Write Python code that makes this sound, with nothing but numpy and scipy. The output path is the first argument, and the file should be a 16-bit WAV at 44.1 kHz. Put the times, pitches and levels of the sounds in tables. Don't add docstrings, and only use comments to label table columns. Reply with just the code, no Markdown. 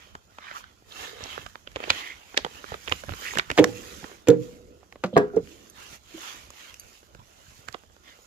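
import sys
import numpy as np
from scipy import signal
from scipy.fft import rfft, irfft, next_fast_len
from scipy.io import wavfile
from scipy.ndimage import uniform_filter1d, map_coordinates

SR = 44100
rng = np.random.default_rng(int(sys.argv[2]) if len(sys.argv) > 2 else 0)


def ratio(d):
    e = np.asarray(d, float) / 20
    return 10 ** e


def materialize(psi):
    bounded = np.clip(np.atleast_2d(psi).T, -1, 1)
    quanta = np.round(bounded * 32767).astype(np.int16)
    wavfile.write(sys.argv[1], SR, quanta)


N = 364266

# (frequency [Hz], density [dB per Hz])
WEAVE_SPECTRUM = [(410, -50.5), (700, -10.5), (1050, -4), (2300, -7), (3190, -5.5), (5500, -16.5),
                  (7150, -22.5), (12100, -120)]
SHEEN_SPECTRUM = [(2240, -19.5), (3800, -7.5), (5000, -4), (7000, 0), (8300, -12.5), (11900, -10.5),
                  (15100, -14), (16400, -39)]
BODY_SPECTRUM = [(82, -50.5), (140, -22), (237, -12), (422, -9.5), (650, -11), (1100, -20.5), (1430, -13),
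                 (2420, -120)]
RUMBLE_SPECTRUM = [(12, -44.5), (20, -20), (38, -4), (70, 1), (166, -13), (220, -11), (290, -32.5),
                   (480, -120)]
# (frequency [Hz], correlation [0-1])
PORT_LIKENESS = [(40, 0.23), (120, 0.64), (400, 1), (1500, 0.25), (4000, 0.15), (9000, 0.07), (15000, 0.16)]
# (frequency [Hz], level [dB])
CRACKLE_SPECTRUM = [(250, -29), (700, -3.5), (1500, 2.5), (3500, -3), (5000, -7.5), (8000, -27.5),
                    (16000, -62.5)]
EDGE_SPECTRUM = [(2500, -31.5), (5000, -6.5), (7200, 0), (8500, -13.5), (13000, -15), (16000, -30.5)]
# (frequency [Hz], t60 [s])
HALL_DECAY = [(150, 0.39), (1000, 0.21), (5000, 0.26), (14000, 0.04)]
# (time [s], left over right [dB])
BEARING = [(0.0, -9), (0.16, 3), (0.51, -7), (0.73, 6), (0.94, -17), (2.07, -3.5), (3.15, -10.5),
           (3.57, -5.5), (3.86, -15), (4.37, 2.5), (4.42, -19.5), (5.2, 2.5), (5.22, 5), (6.99, -4),
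           (7.57, -14), (8.26, -4.5)]

# (peak time [s], rise [s], fall [s], swish [dB], sheen over swish [dB])
LOOSE_STROKES = [
    (.36, 0.057, .08, -60, -16),
    (.49, 0.11, 0.21, -46, -23.5),
    (.585, 0.06, 0.042, -45, -8.5),
    (1.39, 0.047, 0.3, -63.5, -3),
    (2.7, 0.049, 0.088, -47.5, -13),
    (3.11, 0.079, 0.13, -53.5, -17.5),
    (3.6, 0.26, 0.32, -56.5, -9),
    (4.07, 0.24, 0.173, -52, -10),
    (5.8, 0.071, 0.073, -48.5, -10),
    (6.7, 0.062, 0.039, -50, -16),
]
# (peak time [s], rise [s], fall [s], swish [dB], sheen over swish [dB])
TAUT_STROKES = [(0.0, .05, 0.16, -55, -16), (1.98, 0.22, 0.23, -39, -14), (2.3, 0.12, 0.99, -55.5, -10.5),
                (2.55, 0.11, 0.23, -50, -8.5), (2.92, 0.18, 0.23, -52, -2), (3.28, 0.21, 0.16, -41, -7),
                (3.88, 0.46, 0.21, -50.5, -3.5), (4.47, 0.12, 0.13, -58.5, -3.5),
                (5.5, 0.12, 0.29, -59, -4), (5.93, 0.11, 0.058, -48, -4.5), (6.26, 0.21, 0.24, -44, -7.5),
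                (6.6, 0.12, 0.2, -51.5, -8.5), (6.85, 0.21, 0.3, -63, -1.5), (7.52, 0.36, 0.39, -61, -3.5),
                (8.11, 0.1, 0.1, -55, -11), (8.26, 0.2, 0.11, -72.5, 2)]
# (peak time [s], rise [s], fall [s], swish [dB], sheen over swish [dB])
SLEEVE_STROKES = [
    (.91, 0.058, 0.16, -62, -5),
    (1.02, 0.12, 0.16, -41, -10),
    (1.3, 0.19, 0.17, -42, -14),
]

# (time [s], peak level
# [dB], pitch [Hz], edge above 5 kHz over crackle [dB], hollow thud over crackle [dB])
SNAPS_AND_TICKS = [(0.385, -27, 1130, -17, -9.5), (0.513, -25, 1700, -32, -17), (0.641, -30, 1610, -30.5, -28),
                   (1.464, -22, 1210, -15, -18.5), (1.556, -23.5, 1060, -28, -13.5),
                   (1.6738, -26, 3020, -18, -10.5), (1.903, 0.5, 3500, -10.5, -24),
                   (2.3753, -6, 2020, -8, -11.5), (2.877, -19.5, 2700, -22, -15),
                   (2.8818, -17, 2760, -27.5, -13.5), (2.9222, -5.5, 2830, -21.5, -17),
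                   (3.222, -31, 1410, -11.5, -10), (3.355, -17.5, 2770, -20, -11),
                   (3.3725, -12.5, 1910, -15, -11), (3.386, -8.5, 3000, -5.5, -9.5),
                   (3.396, -7.5, 2070, -22, -38), (3.5147, -11.5, 2520, -12, -11.5),
                   (3.642, -6, 1690, -4.5, -10), (4.0968, -41.5, 1180, -16, -1), (4.116, -40, 1590, -24.5, 3),
                   (4.925, -32.5, 1720, -12, -10), (5.473, -36, 2500, -25, -20), (6.504, -37.5, 1076, 5, -3),
                   (6.742, -34, 2766, -0.5, -22), (7.1952, -42, 992, -24, -10), (7.6853, -21, 1800, -11, -17),
                   (7.7272, -38, 4330, 4, -28), (7.745, -20.5, 1180, -30, -9), (7.742, -33, 2900, -12, -19),
                   (2.3764, -3.5, 3600, -15, -27), (7.836, -44.5, 1510, -18, -1), (6.472, -47, 500, -29, 3.5),
                   (7.521, -56, 496.4, -24, 2), (7.795, -59, 1400, -15, -8), (7.898, -50, 1500, -15.5, -2.5),
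                   (7.965, -43.5, 1437, -12.5, -4), (8.036, -50, 1720, -17, -6.5), (8.19, -47.5, 460, -26, 1),
                   (0.152, -24, 930, -17, -8.5), (0.823, -49, 600, -18, 1.5), (1.131, -43, 650, -25, -6),
              (1.2072, -32, 1130, -23, -4.5), (1.256, -34.5, 890, -20, -3), (1.3785, -23, 1400, -43, -5),
              (1.76, -16, 3260, -16.5, -6), (1.767, -21, 450, -21, -14), (1.912, -18.5, 415, -29.5, -3),
              (1.717, -39, 2300, -7, -18.5), (1.789, -48, 500, -25, 6), (1.803, -21.5, 706, -34, -5.5),
              (1.818, -50, 500, -25, 2), (1.829, -32, 650, -20, -3), (1.839, -20, 2520, -18, -4.5),
              (1.861, -35, 700, -25, -3), (1.875, -34, 900, -20, 4), (1.881, -34.5, 547, -23, 6.5),
              (2.344, -26, 830, -25, -3), (2.448, -15.5, 3200, -15.5, 0), (2.464, -27.5, 805, -24, 0.5),
              (2.642, -25.5, 1210, -40, -5.5), (2.72, -27, 504, -26, 1.5), (2.7423, -20, 1290, -41, -8.5),
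              (2.896, -22.5, 2100, -7, -18), (2.916, -21.5, 900, -25, -7), (3.037, -29.5, 1520, -22, -1.5),
              (3.086, -35, 600, -25, 1), (3.093, -25, 1350, -31, -1), (3.122, -26, 1200, -25, -5.5),
              (3.137, -27, 1920, -23, -5.5), (3.336, -24, 815, -25, -13), (3.5022, -12.5, 2000, -15, -7.5),
              (4.029, -42, 900, -25, 3), (4.042, -28, 1710, -22, -4.5), (4.831, -47, 700, -23, 6),
              (4.958, -36, 1050, -34, 3.5), (6.1795, -41, 1280, -13.5, 3), (7.03, -47.5, 1530, -25, 3),
              (7.1487, -34.5, 1450, -9, -6),]
# (time [s], peak level [dB], pitch
# [Hz], edge over crackle [dB], crackle length [s])
CONTACTS = [(1.239, -26, 5900, -8, 0.0074), (2.37, -15.5, 2030, -22, 0.029),
            (3.577, -8, 1500, -12.5, 0.031), (3.583, -8, 3100, -20.5, 0.053),
            (3.583, -11, 1500, -16, 0.049), (3.592, -13.5, 2220, -8.5, 0.03),
            (4.272, -23.5, 2700, -10, 0.047), (4.285, -15.5, 3100, 4.5, 0.02),
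            (4.301, -23.5, 3830, -3.5, 0.034), (5.038, -12.5, 1240, -18.5, 0.058),
            (3.2115, -37.5, 7000, 0, .012), (5.166, -12, 1000, -27, 0.0075),
            (5.176, -16, 1684, -8.5, 0.034), (5.362, -41.5, 5500, -0.5, 0.028),
            (5.369, -44, 1100, -16.5, 0.061), (1.9045, -11, 3300, -21, .014),
            (2.3749, -7, 4870, -20, 0.0075), (2.923, -16, 1230, -18.5, 0.0069),
            (2.389, -30.5, 900, -21, 0.016), (3.574, -29, 4970, -0.5, 0.027),
            (5.06, -39.5, 4000, -2, 0.065), (3.109, -31, 2700, -20, .012)]
# (time [s], peak level [dB], pitch [Hz])
HAND_PUSHES = [(1.229, -34.5, 70.0), (0.514, -51, 97), (1.39, -41, 129), (1.461, -39, 65), (1.759, -35, 85),
               (1.904, -34, 81), (2.449, -35.5, 174), (2.719, -33, 78), (2.919, -25, 72.3),
               (3.083, -27.5, 72.5), (3.108, -25.5, 78), (3.367, -30.5, 198), (3.51, -28.5, 67),
               (3.521, -36.5, 280), (3.931, -46, 183), (3.98, -47, 221), (4.032, -39.5, 178.5),
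               (5.43, -38.5, 104.4), (5.717, -50, 51.1), (5.929, -39.5, 66.3), (6.487, -45.5, 79.6),
               (7.189, -45, 131), (0.149, -46, 151), (3.385, -32, 150), (7.15, -42, 90),
               (7.481, -47.5, 104.3), (7.591, -48, 120), (7.69, -43.5, 108.3), (3.12, -30, 90)]
# (start [s], end [s], pitch [Hz], level [dB])
SEAM_DRAGS = [(0.42, 0.538, 1700, -48.5), (.54, 0.585, 1200, -40), (0.98, 1.25, 457, -51.5),
              (1.949, 2.145, 2020, -41), (3.236, 3.325, 1830, -36), (0.39, 0.53, 2200, -53.5),
              (3.556, 3.58, 780, -47), (3.25, 3.31, 2560, -40.5), (.9, 0.94, 3500, -49),
              (7.179, 7.23, 1000, -55.5), (8.027, 8.156, 1960, -58.5), (5.132, 5.175, 3440, -48),
              (5.2, 5.4, 1320, -54.5), (8.07, 8.12, 3400, -58), (4.29, 4.355, 1500, -50),
              (.424, .432, 1500, -48), (.478, .488, 2200, -44.5), (.604, .62, 1100, -50),
              (4.487, 4.498, 1000, -60)]
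# (start [s], length [s], from [Hz], to [Hz], peak level [dB])
RIB_SLIDES = [
    (3.07, .18, 11800, 14800, -51),
    (3.28, .055, 4800, 7000, -38),
    (3.295, .03, 10500, 12500, -50),
    (8.155, .1, 6850, 6850, -58),
    (8.18, .055, 9800, 9600, -65),
    (8.17, .065, 14000, 14200, -63),
]
# (time [s], peak level [dB], pitch [Hz], t60 [s])
DAMPED_TAPS = [(5.037, -27, 513, 0.063), (5.04, -38.5, 600, 0.24), (5.039, -38, 350, 0.29),
               (5.046, -23.5, 189, 0.13), (5.129, -24.5, 510, 0.049), (5.136, -26.5, 209, 0.17),
               (3.578, -13, 718, 0.034), (5.335, -36, 683, 0.074), (5.362, -25.5, 179, 0.16),
               (5.338, -27.5, 405, 0.24), (5.367, -7.5, 451, 0.079), (6.142, -37.5, 323, 0.18)]

# (time [s], peak level [dB], contact time [s])
FIRST_BLOWS = [
    (3.589, -7, 0.00037),
    (3.595, -7, 0.00091),
    (3.602, -8, .002),
    (3.624, -17, .006),
]
SECOND_BLOWS = [
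    (4.272, -27, 0.0022),
    (4.284, -6, 0.0052),
]
FLAP_BLOWS = [
    (5.157, -24.5, 0.0046),
    (5.1671, -6, 0.00036),
    (5.1734, -10.5, 0.001),
]
# (frequency [Hz], level [dB], t60 [s])
FIRST_MODES = [(108.3, -13.5, 0.38), (189.4, -16.5, 0.35), (315, 5.5, 0.1), (405, 11.5, 0.037),
               (483.6, 10.5, 0.073), (713, -14.5, 0.15), (808, -22, 0.35)]
SECOND_MODES = [(129, -10.5, 0.29), (174, -15, 0.35), (246, -26, 0.51), (307, -7, 0.24),
                (340.8, 2.5, 0.084), (405, -4, 0.15), (468.7, 4.5, 0.2), (646, -30, 0.13), (800, -37, 0.17),
                (890, -39, 0.18), (1180, -43.5, 0.18), (1398, -23.5, 0.077)]
FLAP_MODES = [(136, -24.5, 0.21), (179.2, -21, 0.28), (282.5, -16.5, 0.16), (415, -2.5, 0.29),
              (450, 3, 0.07), (496, -8, 0.21), (672, 2, 0.092), (723, -5, .11), (980, -2.5, 0.048),
              (1134, 0.5, 0.043), (1390, -17, 0.12), (1630, -6, 0.12), (1660, -37.5, .3)]
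WING_MODES = [(487, -28.5, 0.94), (304, -39, 0.85)]

# (time [s], peak level [dB])
KEY_CLINKS = [
    (5.699, -43),
    (6.797, -30.5),
]
# (frequency [Hz], level [dB], t60 [s])
KEY_MODES = [(4705, -17, 0.061), (6370, 1.5, 0.02), (9080, -10, 0.024), (10900, -2, 0.014),
             (11760, -14.5, 0.064), (12600, -5, 0.04)]

LOOSE_HZ, TAUT_HZ = (1350, 1720), (2296, 3000)
SLEEVE_HZ = (760, 1210, 1740, 2140, 2670, 3120, 3750)
LOOSE_BODY_DB, TAUT_BODY_DB, SLEEVE_BODY_DB = -26.5, -13.5, -10.5
FOLD_WIDTH, SLEEVE_WIDTH = 0.42, 0.064
FOLD_RING, SLEEVE_RING = 0.63, 1.75
AWAY_S, AWAY_DB = 5.2, 0.5
TAIL_DB, TAIL_RISE_S, TAIL_FALL_S, MURMUR_TOP_HZ = -41.5, 0.093, 0.56, 543
SHAKE_DB, SHAKE_S, FAN_DB = -20.5, 0.072, -64
SNAP_S, STEP, SPREAD = 0.012, 17, 0.98
CONTACT_THUD_DB, THUD_DB_PER_OCTAVE = -3, -18
SLIPS_PER_S, SCRAPE_RISE = 700, 1.093
TAP_ROUGH_DB, TAP_PUFF_DB = 2, -14
PORT_LAG = 19


def unit(x):
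    return x / np.sqrt(np.mean(x ** 2) + 1e-20)


def along(points, hz):
    f, v = np.transpose(points)
    return np.interp(np.log(hz + 1), np.log(f + 1), v)


def wobble(rate):
    coarse = np.arange(0, N + 16, 16)
    knots = rng.standard_normal(int(N * rate / SR) + 4)
    return np.interp(np.arange(N), coarse, map_coordinates(knots, [coarse * rate / SR]))


def filtered(x, response):
    n = x.shape[-1]
    m = next_fast_len(n + min(n // 4, 4096))
    return irfft(rfft(x, m) * response(np.fft.rfftfreq(m, 1 / SR)), m)[..., :n]


def peak(f, hz, width_hz):
    return 1j * f * width_hz / (hz * hz - f * f + 1j * f * width_hz)


def add(out, s, pair, lag):
    for ch, shift in enumerate((lag / 2, -lag / 2)):
        part = out[ch, max(round(s * SR + shift), 0):][:pair.shape[1]]
        part += pair[ch, :len(part)]


def swells(peak_s, rise_s, fall_s, db):
    peak_s, rise_s, fall_s, db = [np.reshape(v, (-1, 1)) for v in (peak_s, rise_s, fall_s, db)]
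    now = np.arange(0, N / SR + .002, .002)
    since = now - peak_s
    width = np.maximum(np.where(since < 0, rise_s, fall_s), .01)
    power = ratio(db - 20 * (since / width) ** 2) ** 2
    return np.interp(np.arange(N) / SR, now, np.sqrt(np.sum(power, 0)))


def rush(spectrum, patchy_db, grain_db, pan_db):
    grain = ratio(grain_db * wobble(400))
    z = signal.stft(grain * rng.standard_normal((2, N)), nperseg=512)[2]
    field = uniform_filter1d(rng.standard_normal(z.shape[1:]), size=3, axis=0)
    field = uniform_filter1d(field, size=10, axis=1)
    pair = signal.istft(z * ratio(patchy_db * unit(field)), nperseg=512)[1][:, :N]

    def mid_side(hz):
        angle = np.arccos(np.clip(along(PORT_LIKENESS, hz), -1, 1)) / 2
        return ratio(along(spectrum, hz)) * [np.cos(angle), np.sin(angle)]

    mid, side = filtered(pair, mid_side)
    left = np.roll(mid + side, PORT_LAG)
    return unit(np.array([left * ratio(pan_db / 2), (mid - side) * ratio(-pan_db / 2)]))


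def clothes():
    flutter = wobble(30)
    cloth = rush(WEAVE_SPECTRUM, patchy_db=3, grain_db=1.5, pan_db=-5.5)
    weave, shine, weight = ratio(-67.5) * cloth, ratio(-67.5), ratio(-65.5)
    folds = [(LOOSE_STROKES, LOOSE_HZ, FOLD_WIDTH, FOLD_RING, LOOSE_BODY_DB),
             (TAUT_STROKES, TAUT_HZ, FOLD_WIDTH, FOLD_RING, TAUT_BODY_DB),
             (SLEEVE_STROKES, SLEEVE_HZ, SLEEVE_WIDTH, SLEEVE_RING, SLEEVE_BODY_DB)]
    for strokes, fold_hz, width, ring, body_db in folds:
        s, rise, fall, db, sheen_db = np.transpose(strokes)
        stroke = swells(s, rise, fall, db)
        fold = filtered(cloth, lambda f: 1.35 + ring * sum(peak(f, hz, width * hz) for hz in fold_hz))
        weave = weave + fold * stroke * ratio(1.5 * flutter - 4.5)
        shine = shine + swells(s, rise, fall, db + sheen_db + 4.0)
        weight = weight + swells(s, rise, fall, db + body_db + AWAY_DB * (s > AWAY_S))

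    s, db, _ = np.transpose([*FIRST_BLOWS, *SECOND_BLOWS, *FLAP_BLOWS])
    murmur = swells(s + TAIL_RISE_S, TAIL_RISE_S, TAIL_FALL_S, db + TAIL_DB)
    sheen = rush(SHEEN_SPECTRUM, patchy_db=2.2, grain_db=1.5, pan_db=-6) * ratio(.9 * flutter)
    hum = rush(BODY_SPECTRUM, patchy_db=2, grain_db=1, pan_db=-5)
    body = weight * ratio(2 * wobble(25)) * hum
    body += murmur * filtered(hum, lambda f: 1 / (1 + (f / MURMUR_TOP_HZ) ** 8))

    s, db, _ = np.transpose(HAND_PUSHES)
    shake = ratio(FAN_DB) + swells(s, SHAKE_S, SHAKE_S, db + SHAKE_DB) + 0.27 * murmur + 0.18 * weight
    rumble = rush(RUMBLE_SPECTRUM, patchy_db=.5, grain_db=0, pan_db=-4) * ratio(2 * wobble(18))
    return weave + shine * sheen + body + shake * rumble


def snaps():
    lead = .012
    release = round(lead * SR)
    out, t = np.zeros((2, N)), np.arange(SR // 12) / SR
    after = np.maximum(t - lead, 0)
    top = lambda x: x / np.abs(x).max()
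    rows = [(*row[:4], SNAP_S, row[4]) for row in SNAPS_AND_TICKS]
    for row in CONTACTS:
        rows.append((*row, CONTACT_THUD_DB + THUD_DB_PER_OCTAVE * np.log2(row[2] / 1200)))
    for s, db, hz, edge_db, length, thud_db in rows:
        noise, chance = rng.standard_normal((4, len(t))), rng.random(2)
        on_car = 3.55 < s < 5.4
        near = .35 if on_car else 1
        loading = near * 0.1 * np.exp((t - lead) / 0.0055)
        decay = ratio(-60 * after / length) + near * 0.03 * ratio(-60 * after / 0.15)
        noise[0, release] = STEP
        burst = (noise[0] + SPREAD * noise[1:3]) * np.where(t < lead, loading, decay)

        def crack_response(f):
            broad = 0.89 * ratio(along(CRACKLE_SPECTRUM, f)) / (1 + (f / (2.8 * hz)) ** 2)
            return peak(f, hz, .5 * hz) ** 2 + broad * 1j * f / (.45 * hz + 1j * f)

        crack = filtered(burst, crack_response)
        edge = filtered(burst, lambda f: ratio(along(EDGE_SPECTRUM, f)))
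        noise[3, release + 1] = 9
        hollow = noise[3] * (t > lead) * ratio(-60 * after / (length + 0.022))
        thud = filtered(hollow, lambda f: peak(f, 440, 600) ** 2)
        pair = top(crack) + ratio(edge_db) * top(edge) + ratio(thud_db + 0.5) * top(thud)
        pan_db = np.interp(s, *np.transpose(BEARING)) + 4.0 * (chance[0] - .5)
        lag = 3 if on_car else 10 + 9 * chance[1]
        add(out, s - lead, ratio(db - 1.5) * pair * ratio([[pan_db / 2], [-pan_db / 2]]), lag)
    return out


def pushes():
    out, t = np.zeros((2, N)), np.arange(SR // 12) / SR
    for s, db, hz in HAND_PUSHES:
        onset = 1 - np.exp(-t / 0.00081)
        push = np.sin(2 * np.pi * hz * t) * ratio(db + 7.5 - 60 * t / 0.038) * onset
        add(out, s, push * ratio([[-2.5], [2.5]]), PORT_LAG)
    return out


def hall(x):
    hz, t, z = signal.stft(rng.standard_normal((2, SR // 2)), SR, nperseg=256)
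    tail = signal.istft(z * ratio(-60 * t / along(HALL_DECAY, hz)[:, None]), SR, nperseg=256)[1]
    late = np.pad(x, ((0, 0), (200, 0)))
    return signal.fftconvolve(late, tail / np.linalg.norm(tail[0]), axes=1)[:, :N]


def scrapes():
    out = np.zeros((2, N))
    for start, end, hz, db in SEAM_DRAGS:
        u = np.linspace(0, 1, round((end - start) * SR))
        slips = (rng.random(len(u)) < SLIPS_PER_S / SR) * rng.standard_normal(len(u))
        pitches = hz / SCRAPE_RISE ** .5, hz * SCRAPE_RISE ** .5
        slack, tight = [filtered(slips, lambda f: peak(f, fold, 0.19 * fold) ** 2) for fold in pitches]
        ring = unit((1 - u) * slack + u * tight)
        swell = np.sqrt(np.abs(np.sin(np.pi * u)))
        add(out, start, ratio(db) * swell * ring * ratio([[-3], [3]]), PORT_LAG)
    return out


def zips():
    out = np.zeros((2, N))
    level_db, waver = 4 * wobble(250) - 2, 1 + .012 * wobble(300)
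    for s, length, from_hz, to_hz, db in RIB_SLIDES:
        u = np.linspace(0, 1, round(length * SR))
        at = slice(round(s * SR), round(s * SR) + len(u))
        speed = np.sin(np.pi / 2 * (u / .85) ** 1.6) ** 2
        swell_db = db - 14 * np.abs(u - .7) + level_db[at]
        hz = (from_hz + (to_hz - from_hz) * speed) * waver[at]
        line = ratio(swell_db) * np.sin(2 * np.pi * np.cumsum(hz) / SR)
        add(out, s, line * np.array([[0.66], [1]]), PORT_LAG)
    return out


def taps():
    out, t = np.zeros((2, N)), np.arange(SR // 4) / SR
    for s, db, hz, t60 in DAMPED_TAPS:
        places = [[np.zeros(len(t)), np.ones(len(t))], [t * 140, t * 140]]
        uneven = map_coordinates(rng.standard_normal((2, 40)), places)
        rough = ratio(TAP_ROUGH_DB * uneven[0] * np.minimum(t / 0.0097, 1))
        swing = rough * np.sin(2 * np.pi * hz * t + 0.29 * uneven[1])
        swing += 0.25 * np.sin(2 * np.pi * .66 * hz * t)
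        puff = unit(filtered(rng.standard_normal((2, len(t))), lambda f: peak(f, hz, 0.62 * hz) ** 2))
        pair = (swing + ratio(TAP_PUFF_DB) * puff) * ratio([[-2], [2]])
        add(out, s, ratio(db + 2.5 - 60 * t / t60) * pair * (1 - np.exp(-t / .002)), -4)
    return out


def knocks(blows, modes, rattle_db, tinny_db, lag):
    out, t = np.zeros((2, N)), np.arange(SR // 2) / SR
    hz, level_db, t60 = np.transpose(modes)[:, :, None]
    for s, db, contact in blows:
        twin_hz = hz * (1 + rng.choice([-1, 1], hz.shape) * rng.uniform(0.031, 0.088, hz.shape))
        swing = np.sin(2 * np.pi * hz * t) + 0.32 * np.sin(2 * np.pi * twin_hz * t)
        knots = rng.standard_normal((len(hz), 20))
        drift = np.array([np.interp(t, np.linspace(0, .5, len(row)), row) for row in knots])
        unsteady_db = 4 * drift * np.minimum(t / .05, 1)
        onset = 1 - np.exp(-t / max(contact, 1e-4))
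        ring = ratio(level_db + unsteady_db - 60 * t / t60) * swing * onset
        spread = rng.normal(0, 2.0, hz.shape)
        pair = np.array([np.sum(ring * ratio(spread - 1.3), 0), np.sum(ring * ratio(1.3 - spread), 0)])
        noise = rng.standard_normal((3, len(t)))
        rattle = filtered((noise[0] + 0.22 * noise[1:]) * ratio(-60 * t / 0.15),
                          lambda f: peak(f, 290, 500) ** 2 + ratio(tinny_db) * peak(f, 1300, 770) ** 2)
        add(out, s, ratio(db) * (pair / np.abs(pair).max() * 2.11 + ratio(rattle_db) * rattle), lag)
    return out


def keys():
    out, t = np.zeros((2, N)), np.arange(SR // 8) / SR
    for s, db in KEY_CLINKS:
        ring = np.zeros(len(t))
        for hz, level, t60 in KEY_MODES:
            ring += ratio(level + rng.normal(0, 5.1) - 60 * t / t60) * np.sin(2 * np.pi * hz * t)
        add(out, s, ratio(db - 5.5) * ring * ratio([[-3], [3]]), PORT_LAG)
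    return out


def scene():
    metal = knocks(FIRST_BLOWS, [*FIRST_MODES, *WING_MODES], rattle_db=2.5, tinny_db=-24.5, lag=3)
    metal += knocks(SECOND_BLOWS, [*SECOND_MODES, *WING_MODES], rattle_db=3.5, tinny_db=-16.0, lag=0)
    metal += knocks(FLAP_BLOWS, FLAP_MODES, rattle_db=10.0, tinny_db=-45.5, lag=-10.0)
    near = snaps() + pushes() + keys()
    hits = metal + taps() + near + hall(ratio(-15.0) * metal + ratio(-23.0) * near)
    radiated = filtered(hits, lambda f: (1j * f / (60 + 1j * f)) ** 2)
    return radiated + zips() + clothes() + scrapes()


def top_cut(x):
    return signal.sosfilt(signal.butter(12, 16500, fs=SR, output="sos"), x)


def record(dry):
    held = dry / (1 + np.abs(dry / .99) ** 8) ** (1 / 8)
    held = filtered(held, lambda f: 1 / (1 + (f / 15900) ** 60))
    return top_cut(held)


dry = scene()
out = record(dry)
materialize(out)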